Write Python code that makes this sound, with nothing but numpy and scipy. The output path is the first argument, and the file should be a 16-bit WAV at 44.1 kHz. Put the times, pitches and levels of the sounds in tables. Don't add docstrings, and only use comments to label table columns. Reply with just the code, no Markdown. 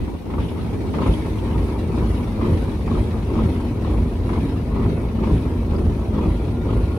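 import sys
import numpy as np
from scipy import signal
from scipy.fft import rfft, irfft, next_fast_len
from scipy.io import wavfile
from scipy.ndimage import uniform_filter1d, map_coordinates

SR = 44100
rng = np.random.default_rng(int(sys.argv[2]) if len(sys.argv) > 2 else 0)


def wav_record(signal):
    frames = np.transpose(np.atleast_2d(signal))
    bounded = np.clip(frames, -1, 1)
    quanta = np.round(bounded * 32767).astype(np.int16)
    wavfile.write(sys.argv[1], SR, quanta)


N = 307818
TIME = np.arange(N) / SR

# t/s, level/dB
BASS_LEVEL = [(0, 5), (.11, -1), (.172, 2), (.182, -10), (.22, -2), (.275, 0), (.3, 2.5), (.38, 1.5),
              (.46, 2.5)]
def exhaust(firings, cycles):
    gulps = blows(firings, count=3, scatter_s=0.04, size_db=0.5)
    bass_gain = amp(curves(BASS_LEVEL)[0]) * lull(depth_db=2, lag_s=0.015, span_s=0.025)
    bass = bass_gain * (thumps(gulps) + drone(cycles)) + thuds(cycles)
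    muffler = np.sqrt(np.minimum(bass_gain, 1)) * gurgle(gulps, firings) + hoots()
    return bass + muffler + dip_before_bark(depth_db=3, span_s=0.019) * spit(gulps, firings)


# t/s, length/ratio, then the boost/dB of thump, churn, spit and spray
SURGES = [(0.357, 1.26, 4.5, 3.5, 8.5, 3), (1.034, 1.3, 1.5, 5.5, 9, 6), (1.514, 1.75, 1.5, 1.7, 5.5, 1.5),
          (1.996, 1.32, 3.5, 3.5, 6, 2.4), (2.465, 1.26, 1, 4.5, 8.5, 4), (2.935, 0.78, 1, 4, 6, 3),
          (3.397, 1.44, 5, 4, 7, 4), (3.892, 1.34, 3, 2, 3.5, 1), (4.342, 1.02, 2, 3, 8, 5),
          (4.815, 1.23, 3, 4.5, 7.5, 3.5), (5.271, 1.1, 4.5, 5.6, 8.3, 4.5), (5.784, 1.7, 2.5, 3.5, 6, 1.4),
          (6.224, 1.3, 1, 5, 10, 3.5), (6.718, 1.27, 2.5, 3.5, 7.3, 3.5)]
# t/s, level/dB
GAS_FLOW = [(0, -3), (.165, -7), (.19, -8.5), (.245, -9.5), (.31, -7), (.65, -1.5), (1, 0), (2, 1), (7, 0)]
def surge(part, idle_db, lag_s, rise_s, fall_s, steep, dip_db, after_db, drift_db_per_s, flow_share):
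    dip_lead_s, dip_s = 0.13, 0.068
    after_lag_s, after_s = 0.22, 0.084
    t = np.linspace(0, N / SR, 2000)
    db = idle_db + drift_db_per_s * t + flow_share * np.interp(t, *np.transpose(GAS_FLOW))
    for s, length, *boosts in SURGES:
        boost_db = boosts[("thump", "churn", "spit", "spray").index(part)]
        db += boost_db * swell(t - s - lag_s, rise_s * length, fall_s * length, steep)
        db -= dip_db * swell(t - s + dip_lead_s, dip_s, dip_s)
        db += after_db * swell(t - s - after_lag_s, after_s, after_s)
    return np.interp(TIME, t, db)


# f/Hz, level/dB
SPLUTTER_COLOUR = [(300, -31.5), (520, 3.5), (640, 1.5), (780, 3), (930, 4.5), (1000, 3.5), (1040, -7.5),
                   (1087, 2.5), (1130, -6), (1290, -4.5), (1400, -5.5), (1540, -12.5), (2300, -18),
                   (9000, -101)]
RASP_COLOUR = [(700, -25), (950, 3.5), (1100, 2), (1290, -1), (1400, -12), (1560, -14.5), (2300, -27),
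               (4500, -46), (9000, -99)]
def spit(gulps, firings):
    jet_db = surge("spit", idle_db=-40, lag_s=0.019, rise_s=0.098, fall_s=0.052, steep=3.4,
                   dip_db=1.5, after_db=3, drift_db_per_s=-0.3143, flow_share=0.58)
    weak_jet = patchy(puffs(gulps, life_s=0.012, steady=1), depth_db=2)
    splutter = even(heard(weak_jet, colour(SPLUTTER_COLOUR)), span_s=0.056)
    beats = blows(firings, count=2, scatter_s=0.012, size_db=2.5)
    strong_jet = patchy(puffs(beats, life_s=0.0065, steady=1), depth_db=3)
    rasp = even(heard(strong_jet, colour(RASP_COLOUR)), span_s=0.075)
    rasp_share = np.clip(amp(0.77 * (jet_db - jet_db.max()) - 2.5), 0, 1)
    jet = np.sqrt(1 - rasp_share ** 2) * splutter + rasp_share * rasp
    return amp(jet_db - 2.46 * rasp_share + 0.91 * wobble(16)) * jet


# f/Hz, width/Hz, level/dB
PIPE_NOTES = [(56.5, 15, -0.5), (79.2, 12, -1.5), (103.3, 21.4, -2.5)]
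def thumps(gulps):
    push_db = surge("thump", idle_db=-27.5, lag_s=0.056, rise_s=0.054, fall_s=0.06, steep=2.1,
                    dip_db=1, after_db=-0.5, drift_db_per_s=0.45, flow_share=0.82)
    ring = heard(bursts(gulps), body(PIPE_NOTES, low_hz=39.5, high_hz=128))
    return amp(push_db + 0.87 * wobble(17)) * even(ring, span_s=0.048)


# t/s, half length/s, then level/dB at 2, 3, 4 and 6 times the firing rate
DEEP_THUDS = [(0.405, .06, -29, -24, -42, -32), (1.106, 0.025, -15, -17.5, -26, -22),
              (1.607, .07, -20.5, -27, -32, -49), (2.054, 0.092, -25, -28.5, -30, -28.5),
              (2.529, .035, -23, -17, -32, -33), (3.004, 0.045, -19, -23, -22.5, -34),
              (3.462, 0.045, -21, -22, -26, -26), (3.98, 0.11, -21.5, -23.5, -33, -32.5),
              (4.416, 0.049, -19, -23.5, -25.5, -25.5), (4.884, 0.092, -24, -31, -25, -27),
              (5.342, .032, -25, -17.5, -17, -24), (5.865, 0.092, -24, -18.5, -30, -35),
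              (6.305, 0.056, -16.5, -19.5, -27, -28.5), (6.809, 0.11, -20.5, -27, -26, -41)]
def thuds(cycles):
    phase = 2 * np.pi * cycles + 0.099 * wobble(18)
    notes = np.sqrt(2) * np.cos(np.outer((2, 3, 4, 6), phase) + 2 * np.pi * rng.random((4, 1)))
    return sum(swell(TIME - s, 0.87 * length, length, steep=3) * (amp(levels_db) @ notes)
               for s, length, *levels_db in DEEP_THUDS)


def lull(depth_db, lag_s, span_s):
    dips = sum(swell(TIME - s - length - lag_s, span_s, span_s) for s, length, *_ in DEEP_THUDS)
    return amp(-depth_db * dips)


# f/Hz, width/Hz, level/dB
MUFFLER_NOTES = [(156.8, 18, 1), (175, 19, -3.5), (197, 66, -6), (222.9, 13.4, 3), (258, 22, -2),
                 (273, 11, -6), (310.7, 16.8, -0.5), (354.8, 18.6, -3.5), (396.5, 34, -7.5),
                 (417, 115, -9.5), (564, 88, -24)]
def gurgle(gulps, firings):
    churn_db = surge("churn", idle_db=-26.5, lag_s=0.044, rise_s=0.14, fall_s=0.048, steep=2.8,
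                     dip_db=2.5, after_db=-0.5, drift_db_per_s=0, flow_share=0.67)
    bubbles = gulps + blows(firings, count=8, scatter_s=0.06, size_db=0.5)
    gain = amp(churn_db + 0.21 * wobble(12))
    ring = heard(bursts(bubbles), body(MUFFLER_NOTES, low_hz=139, high_hz=672))
    return gain * even(ring, span_s=0.055)


# t/s, half length/s, f/Hz, level/dB
AIR_POCKETS = [(1.828, 0.13, 230.6, -30.5), (2.221, 0.12, 242.8, -28), (2.448, 0.029, 223, -24.5),
               (2.487, .035, 352.7, -25.5), (2.652, 0.091, 258, -32), (2.92, 0.044, 227.3, -22),
               (2.976, 0.047, 315, -28), (3.39, 0.034, 223.6, -23), (3.445, .025, 365, -28.5),
               (3.649, 0.13, 239.5, -27.5), (4.041, 0.091, 246.6, -30), (4.45, 0.04, 277, -24.5),
               (4.604, 0.036, 254, -31.5), (4.84, 0.11, 248, -28), (5.191, 0.04, 222.4, -23),
               (5.479, 0.15, 252, -28.5), (5.96, 0.079, 273, -32.5), (6.15, 0.097, 211, -26),
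               (6.582, 0.059, 240.5, -26.5)]
def hoots(sink_hz_per_s=135, roughness=0.22):
    notes = np.zeros(N)
    for s, length, hz, db in AIR_POCKETS:
        age = TIME - s
        phase = 2 * np.pi * (hz * age - sink_hz_per_s * age ** 2 / 2 + rng.random())
        notes += amp(db) * swell(age, length, length) * np.sqrt(2) * np.sin(phase)
    return notes * unit(1 + roughness * wobble(62))


# t/s, level/dB
HULL_HUM = [(0, -34), (1, -41), (2, -34), (2.8, -37), (3.7, -36), (4.2, -26.5), (4.7, -34), (5.5, -33.5),
            (6.5, -30), (7, -28)]
def drone(cycles):
    phase = 2 * np.pi * cycles + 0.3 * wobble(6.3)
    hum = unit(np.sin(2 * phase) + amp(-2.5) * np.sin(3 * phase))
    return amp(curves(HULL_HUM)[0] + 1.5 * wobble(9)) * hum


# t/s, level/dB
CRACK_HITS = [(0.398, -39), (0.936, -36.5), (1.058, -40), (1.49, -47), (2.41, -41), (2.876, -41),
              (3.325, -47.5), (4.288, -41.5), (5.236, -43), (6.14, -47), (6.645, -49)]
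# f/Hz, level/dB
CRACK_COLOUR = [(600, -34), (1200, 11), (2500, 5), (3300, -9), (5200, -5), (7200, -24), (8700, -16),
                (10000, -24), (14000, -50)]
def cracks():
    return struck(CRACK_HITS, attack_s=0.0032, life_s=0.032) * heard(noise(), colour(CRACK_COLOUR))


# t/s, relative level/dB
BARK_HITS = [(0.301, -35.5), (0.337, -34), (0.381, -33), (0.939, -32), (0.985, -27), (1.02, -28),
             (1.059, -28.5), (1.479, -37), (2.01, -40), (2.412, -31.5), (2.442, -31), (2.875, -31),
             (2.912, -34), (2.952, -33.5), (3.354, -31.5), (3.389, -28.5), (3.847, -34), (4.292, -30),
             (4.331, -33), (4.761, -36), (5.187, -37), (5.237, -30), (5.271, -33), (6.184, -33),
             (6.22, -42), (6.299, -41), (6.647, -39)]
# f/Hz, level/dB
BARK_COLOUR = [(500, -23), (780, -9.5), (950, 4.5), (1100, -0.5), (1290, -2), (1450, -24), (2400, -19.5),
               (4500, -36.5), (9000, -82)]
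def barks():
    gas = even(heard(noise(), colour(BARK_COLOUR)), span_s=0.004)
    return amp(3.5) * struck(BARK_HITS, attack_s=0.0008, life_s=0.011) * gas


def dip_before_bark(depth_db, span_s):
    t = TIME[:SR // 20]
    marks = np.zeros(N)
    marks[[int(s * SR) for s, _ in BARK_HITS]] = 1
    dips = signal.fftconvolve(marks, swell(t, span_s, span_s)[::-1])[len(t) - 1:]
    return amp(-depth_db * dips)


# f/Hz, level/dB
SPRAY_COLOUR = [(700, -48.5), (1400, -2.5), (1700, -2), (2250, 0), (3000, -5.5), (3900, -6.5), (5000, -15),
                (7000, -22.5), (11000, -38), (14000, -81)]
SPLASH_COLOUR = [(4000, -29), (7600, -18.5), (8700, -9), (9700, -8), (10050, -4), (10700, -9), (11500, -9),
                 (12200, -16), (13500, -34), (15500, -50)]
def water(firings):
    spray_db = surge("spray", idle_db=-46.5, lag_s=-0.0045, rise_s=0.065, fall_s=0.2, steep=1.1,
                     dip_db=1.5, after_db=-0.3, drift_db_per_s=-0.3946, flow_share=0.67)
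    splash_db = surge("spray", idle_db=-60, lag_s=0.056, rise_s=0.067, fall_s=0.16, steep=2,
                      dip_db=2.5, after_db=0.5, drift_db_per_s=-0.58, flow_share=0.56)
    jets = puffs(blows(firings, count=2, scatter_s=0.04, size_db=2), life_s=0.021, steady=1.24)
    jets = deck_echoes(patchy(jets, depth_db=3), echo_db=-14)
    spray = even(heard(jets, colour(SPRAY_COLOUR)), span_s=0.066)
    drops = deck_echoes(patchy(noise(), depth_db=3), echo_db=-17)
    fizz = heard(drops, colour(SPLASH_COLOUR))
    return amp(spray_db + 0.33 * wobble(18)) * spray + amp(splash_db) * fizz


# t/s, length/s, level/dB
DROP_CLUMPS = [(0.402, 0.16, -48.5), (1.056, 0.041, -46), (3.407, .05, -51), (3.87, 0.07, -47.5),
               (4.8, .05, -54), (5.745, .04, -51)]
# f/Hz, level/dB
DROP_COLOUR = [(900, -30), (2000, 5), (3400, 7), (4500, -6), (6000, -10), (7000, -16), (10000, -29),
               (15000, -45)]
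def spatters():
    strength = sum(amp(db) * swell(TIME - s, 0.012, length) for s, length, db in DROP_CLUMPS)
    drops = noise() * amp(2.7 * wobble(300))
    return strength * heard(drops, colour(DROP_COLOUR))


def stirred_air():
    stir_db = surge("spit", idle_db=-51, lag_s=0.03, rise_s=0.11, fall_s=0.08, steep=2.1,
                    dip_db=4, after_db=-3, drift_db_per_s=1.2, flow_share=0.7)
    return amp(stir_db) * heard(noise(), colour([(10, -3), (27, 5), (45, -12), (120, -59), (400, -120)]))


# t/s, fade/s, pitch lift/Hz, level/dB
HISS_PUFFS = [(0.44, .14, 950, -63), (1.09, .13, 700, -55.5), (1.66, .12, 400, -64), (2.1, .15, 250, -59),
              (2.53, .09, 700, -59.5), (2.99, .08, 500, -60), (3.47, .13, 900, -61.5),
              (3.91, .14, 650, -62), (4.42, .1, 550, -66), (4.92, .07, 1000, -65), (5.34, .11, 700, -62),
              (5.84, .12, 500, -70), (6.29, .12, 700, -64), (6.77, .11, 550, -63)]
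def trailing_hiss(rise_s=0.035, base_hz=10040, width_hz=1200, whistle_db=-3):
    strength, lift = np.zeros((2, N))
    for s, fall_s, lift_hz, db in HISS_PUFFS:
        shape = swell(TIME - s, rise_s, fall_s)
        strength += amp(db) * shape
        lift += lift_hz * shape
    glide = unit((noise_band(width_hz) * np.exp(2j * np.pi * np.cumsum(base_hz + lift) / SR)).real)
    whistle = unit((noise_band(220) * np.exp(2j * np.pi * base_hz * TIME)).real)
    return strength * (glide + amp(whistle_db) * whistle)


# t/s, half length/s, f/Hz, level/dB
LOOSE_FITTINGS = [(0.457, 0.054, 3300, -50), (0.70, 0.014, 2600, -50), (0.858, 0.013, 3560, -51.5),
                  (1.075, .018, 6850, -55), (1.135, 0.055, 3300, -48), (1.393, .012, 3200, -50),
                  (1.538, 0.028, 2900, -49), (2.52, .05, 3140, -55), (3.46, 0.049, 3110, -50),
                  (3.866, 0.027, 3970, -51), (5.347, 0.05, 3310, -51), (5.755, 0.027, 4800, -55)]
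def rattles(width_hz=770, chatter_db=8.5):
    grain = noise_band(width_hz) * amp(chatter_db * wobble(140))
    notes = sum(amp(db) * swell(TIME - s, length, length) * np.exp(2j * np.pi * hz * TIME)
                for s, length, hz, db in LOOSE_FITTINGS)
    return (grain * notes).real / np.sqrt(np.mean(grain.real ** 2))


# t/s, relative level/dB
CLATTER_LEVEL = [(0, -58), (.25, -59.5), (.7, -57), (1.1, -54), (2.2, -55), (3.5, -56.5), (5, -59),
                 (5.8, -56.5), (6.5, -58.5), (7, -57.5)]
# f/Hz, level/dB
CLATTER_COLOUR = [(800, 3.5), (2200, 2.5), (4200, 5), (6000, 0.5), (7500, -5.5), (8900, 1.5), (10000, -4),
                  (12500, -5), (14400, -9), (15800, -13)]
# f/Hz, width/Hz, level/dB
STEEL_NOTES = [(5920, 78, 8.5), (5720, 70, 10), (6800, 90, -9), (8850, 80, -1), (9550, 45, 4),
               (10253, 60, -1)]
def clatter(firings):
    strokes = blows(firings, count=2, scatter_s=0.02, size_db=2)
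    ticks = patchy(puffs(strokes, life_s=0.011, steady=2.4), depth_db=2.5)
    ticks = deck_echoes(ticks, echo_db=-8.5)
    ring = amp(-10) * heard(ticks, body(STEEL_NOTES, low_hz=4540, high_hz=11000))
    return amp(curves(CLATTER_LEVEL)[0] + 1.5) * (heard(ticks, colour(CLATTER_COLOUR)) + ring)


# t/s, f/Hz, level/dB
BELT_WHINE = [(0, 1233, -86), (5.2, 1373, -66), (5.8, 1345, -57), (6.15, 1310, -61), (6.35, 1394, -56),
              (7, 1420, -56)]
BELT_WHISTLE = [(0, 10100, -88), (2.5, 10000, -74), (5.6, 10100, -81), (5.75, 9950, -74),
                (5.97, 9945, -72.5), (6.04, 9950, -82), (7, 9800, -77)]
def whines():
    return tone(BELT_WHINE, waver=0.0054, flutter_db=2) + tone(BELT_WHISTLE, waver=0.00153, flutter_db=5)


# f/Hz, level/dB
HISS_COLOUR = [(9000, -30), (11000, -6), (12500, -2), (14400, 0), (15800, -3.5)]
def microphone_hiss():
    return amp(-66) * heard(noise(), colour(HISS_COLOUR))


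def deck_echoes(pair, echo_db, count=10):
    delays_s = rng.uniform(0.0022, 0.022, count)
    echoes = sum(np.roll(pair, int(s * SR), -1) * rng.choice([-1, 1]) for s in delays_s)
    return pair + amp(echo_db) * echoes / np.sqrt(count)


# t/s, boost/dB
BASS_WIDTH = [(0, 15.5), (.4, 8.5), (.8, 10), (1.1, 4.5), (1.3, 5.5), (1.6, 3), (2.5, 3), (3.2, 1), (7, 0)]
def widened(pair):
    side = (pair[0] - pair[1]) / 2
    low_side = filtered(side, lambda hz: amp(along([(250, 0.5), (1200, -22), (3000, -80)], hz)))
    return pair + np.outer([1, -1], (amp(curves(BASS_WIDTH)[0]) - 1) * low_side)


# f/Hz, likeness (1 = the same)
EAR_LIKENESS = [(50, 0.99), (125, 0.98), (230, 0.97), (420, 0.92), (520, 0.8), (620, 0.46), (800, 0.69),
                (1050, 0.84), (1450, -0.19), (1750, -0.096), (2500, 0.31), (3600, -0.15), (5500, 0.11),
                (9000, -0.073)]
def heard(pair, response):
    def spread(hz):
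        angle = np.arccos(np.clip(along(EAR_LIKENESS, hz), -1, 1)) / 2
        return response(hz) * np.array([np.cos(angle), np.sin(angle)])
    mid, side = filtered(pair, spread)
    return unit(np.array([mid + side, mid - side]))


def blows(firings, count, scatter_s, size_db):
    late, size = rng.standard_normal((2, len(firings), count))
    at = (firings[:, None] + np.abs(late) * scatter_s * SR).astype(int) % N
    return np.bincount(at.ravel(), amp(size_db * size).ravel(), N)


def puffs(hits, life_s, steady):
    flare = unit(signal.lfilter([1], [1, -np.exp(-1 / (life_s * SR))], hits))
    return (flare + steady) * noise()


def bursts(hits):
    scatter = unit(puffs(hits, life_s=0.03, steady=1))
    direct = unit(hits - hits.mean())
    return np.array([unit(direct + amp(-1) * scatter[0]), scatter[1]])


def patchy(pair, depth_db):
    spectrum = signal.stft(pair, nperseg=1024)[2]
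    flicker = rng.standard_normal(spectrum.shape[1:])
    for axis in (0, 1, 0, 1):
        flicker = uniform_filter1d(flicker, size=3, axis=axis)
    return signal.istft(spectrum * amp(depth_db * unit(flicker)), nperseg=1024)[1][:, :N]


def tone(rows, waver, flutter_db):
    hz, db = curves(rows)
    phase = 2 * np.pi * np.cumsum(hz * (1 + waver * wobble(38))) / SR
    return amp(db + flutter_db * wobble(15)) * unit(np.sin(phase))


def struck(rows, attack_s, life_s):
    t = TIME[:SR // 4]
    hits = np.zeros(N)
    for s, db in rows:
        hits[int(s * SR)] += amp(db)
    return signal.fftconvolve(hits, (1 - np.exp(-t / attack_s)) * np.exp(-t / life_s))[:N]


def swell(age, rise_s, fall_s, steep=2):
    return np.exp(-np.where(age < 0, np.abs(age / rise_s) ** steep, (age / fall_s) ** 2))


def noise():
    return rng.standard_normal((2, N))


def wobble(rate_hz):
    points = rng.standard_normal(int(N * rate_hz / SR) + 4)
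    return map_coordinates(points, [TIME * rate_hz])


def noise_band(width_hz):
    return np.array([wobble(width_hz) + 1j * wobble(width_hz) for ear in range(2)])


def body(notes, low_hz, high_hz):
    def response(f):
        power = sum(amp(db) ** 2 * (f * width) ** 2 / ((hz * hz - f * f) ** 2 + (f * width) ** 2)
                    for hz, width, db in notes)
        edges = (1 + (low_hz / (f + 1)) ** 8) * (1 + (f / high_hz) ** 8)
        return causal(np.sqrt(power / edges))
    return response


def colour(points):
    return lambda hz: causal(amp(along(points, hz)))


def causal(gain):
    cepstrum = irfft(np.log(np.maximum(gain, 1e-6)))
    half = len(cepstrum) // 2
    return np.exp(rfft(np.r_[cepstrum[0], 2 * cepstrum[1:half], np.zeros(half)]))


def filtered(x, response):
    size = 2 * next_fast_len(N // 2 + SR // 4)
    return irfft(rfft(x, size) * response(np.fft.rfftfreq(size, 1 / SR)), size)[..., :N]


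def along(points, hz):
    f, values = np.transpose(points)
    return np.interp(np.log(hz + 1), np.log(f), values)


def curves(rows):
    times, *columns = np.transpose(rows)
    return [np.interp(TIME, times, column) for column in columns]


def even(x, span_s):
    size = max(int(span_s * SR), 8)
    power = uniform_filter1d(uniform_filter1d(np.mean(x ** 2, 0), size), size)
    return x / np.sqrt(np.abs(power) + 1e-20)


def unit(x):
    return x / np.sqrt(np.mean(x ** 2) + 1e-20)


def amp(db):
    return 10 ** (np.asarray(db) / 20)


def scene():
    firing_hz, sag_share = 27.813, 0.065
    sag = sum(swell(TIME - s, rise_s=0.08, fall_s=0.095) for s, *_ in SURGES)
    cycles = np.cumsum(firing_hz * (1 - sag_share * sag + 0.006 * wobble(3))) / SR
    firings = np.flatnonzero(np.diff(np.floor(cycles)))
    hiss = trailing_hiss()
    pipe = widened(exhaust(firings, cycles) + cracks() + barks() + stirred_air())
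    splashes = water(firings) + spatters()
    return pipe + splashes + hiss + rattles() + clatter(firings) + whines() + microphone_hiss()


# f/Hz, level/dB
LEFT_BOOST = [(60, -0.45), (250, 0.94), (600, 1.5), (1000, 2.5), (2000, .8), (6000, 1), (7700, 3),
              (10000, .6), (11500, 1), (13500, 8)]
def record(dry):
    top_hz, fade_s = 15780, 0.003
    fade = np.clip(np.minimum(TIME, TIME[::-1]) / fade_s, 0, 1)
    return filtered(dry * fade, lambda hz: amp(np.outer([0.5, -0.5], along(LEFT_BOOST, hz))) * (hz < top_hz))


dry = scene()
out = record(dry)
wav_record(out)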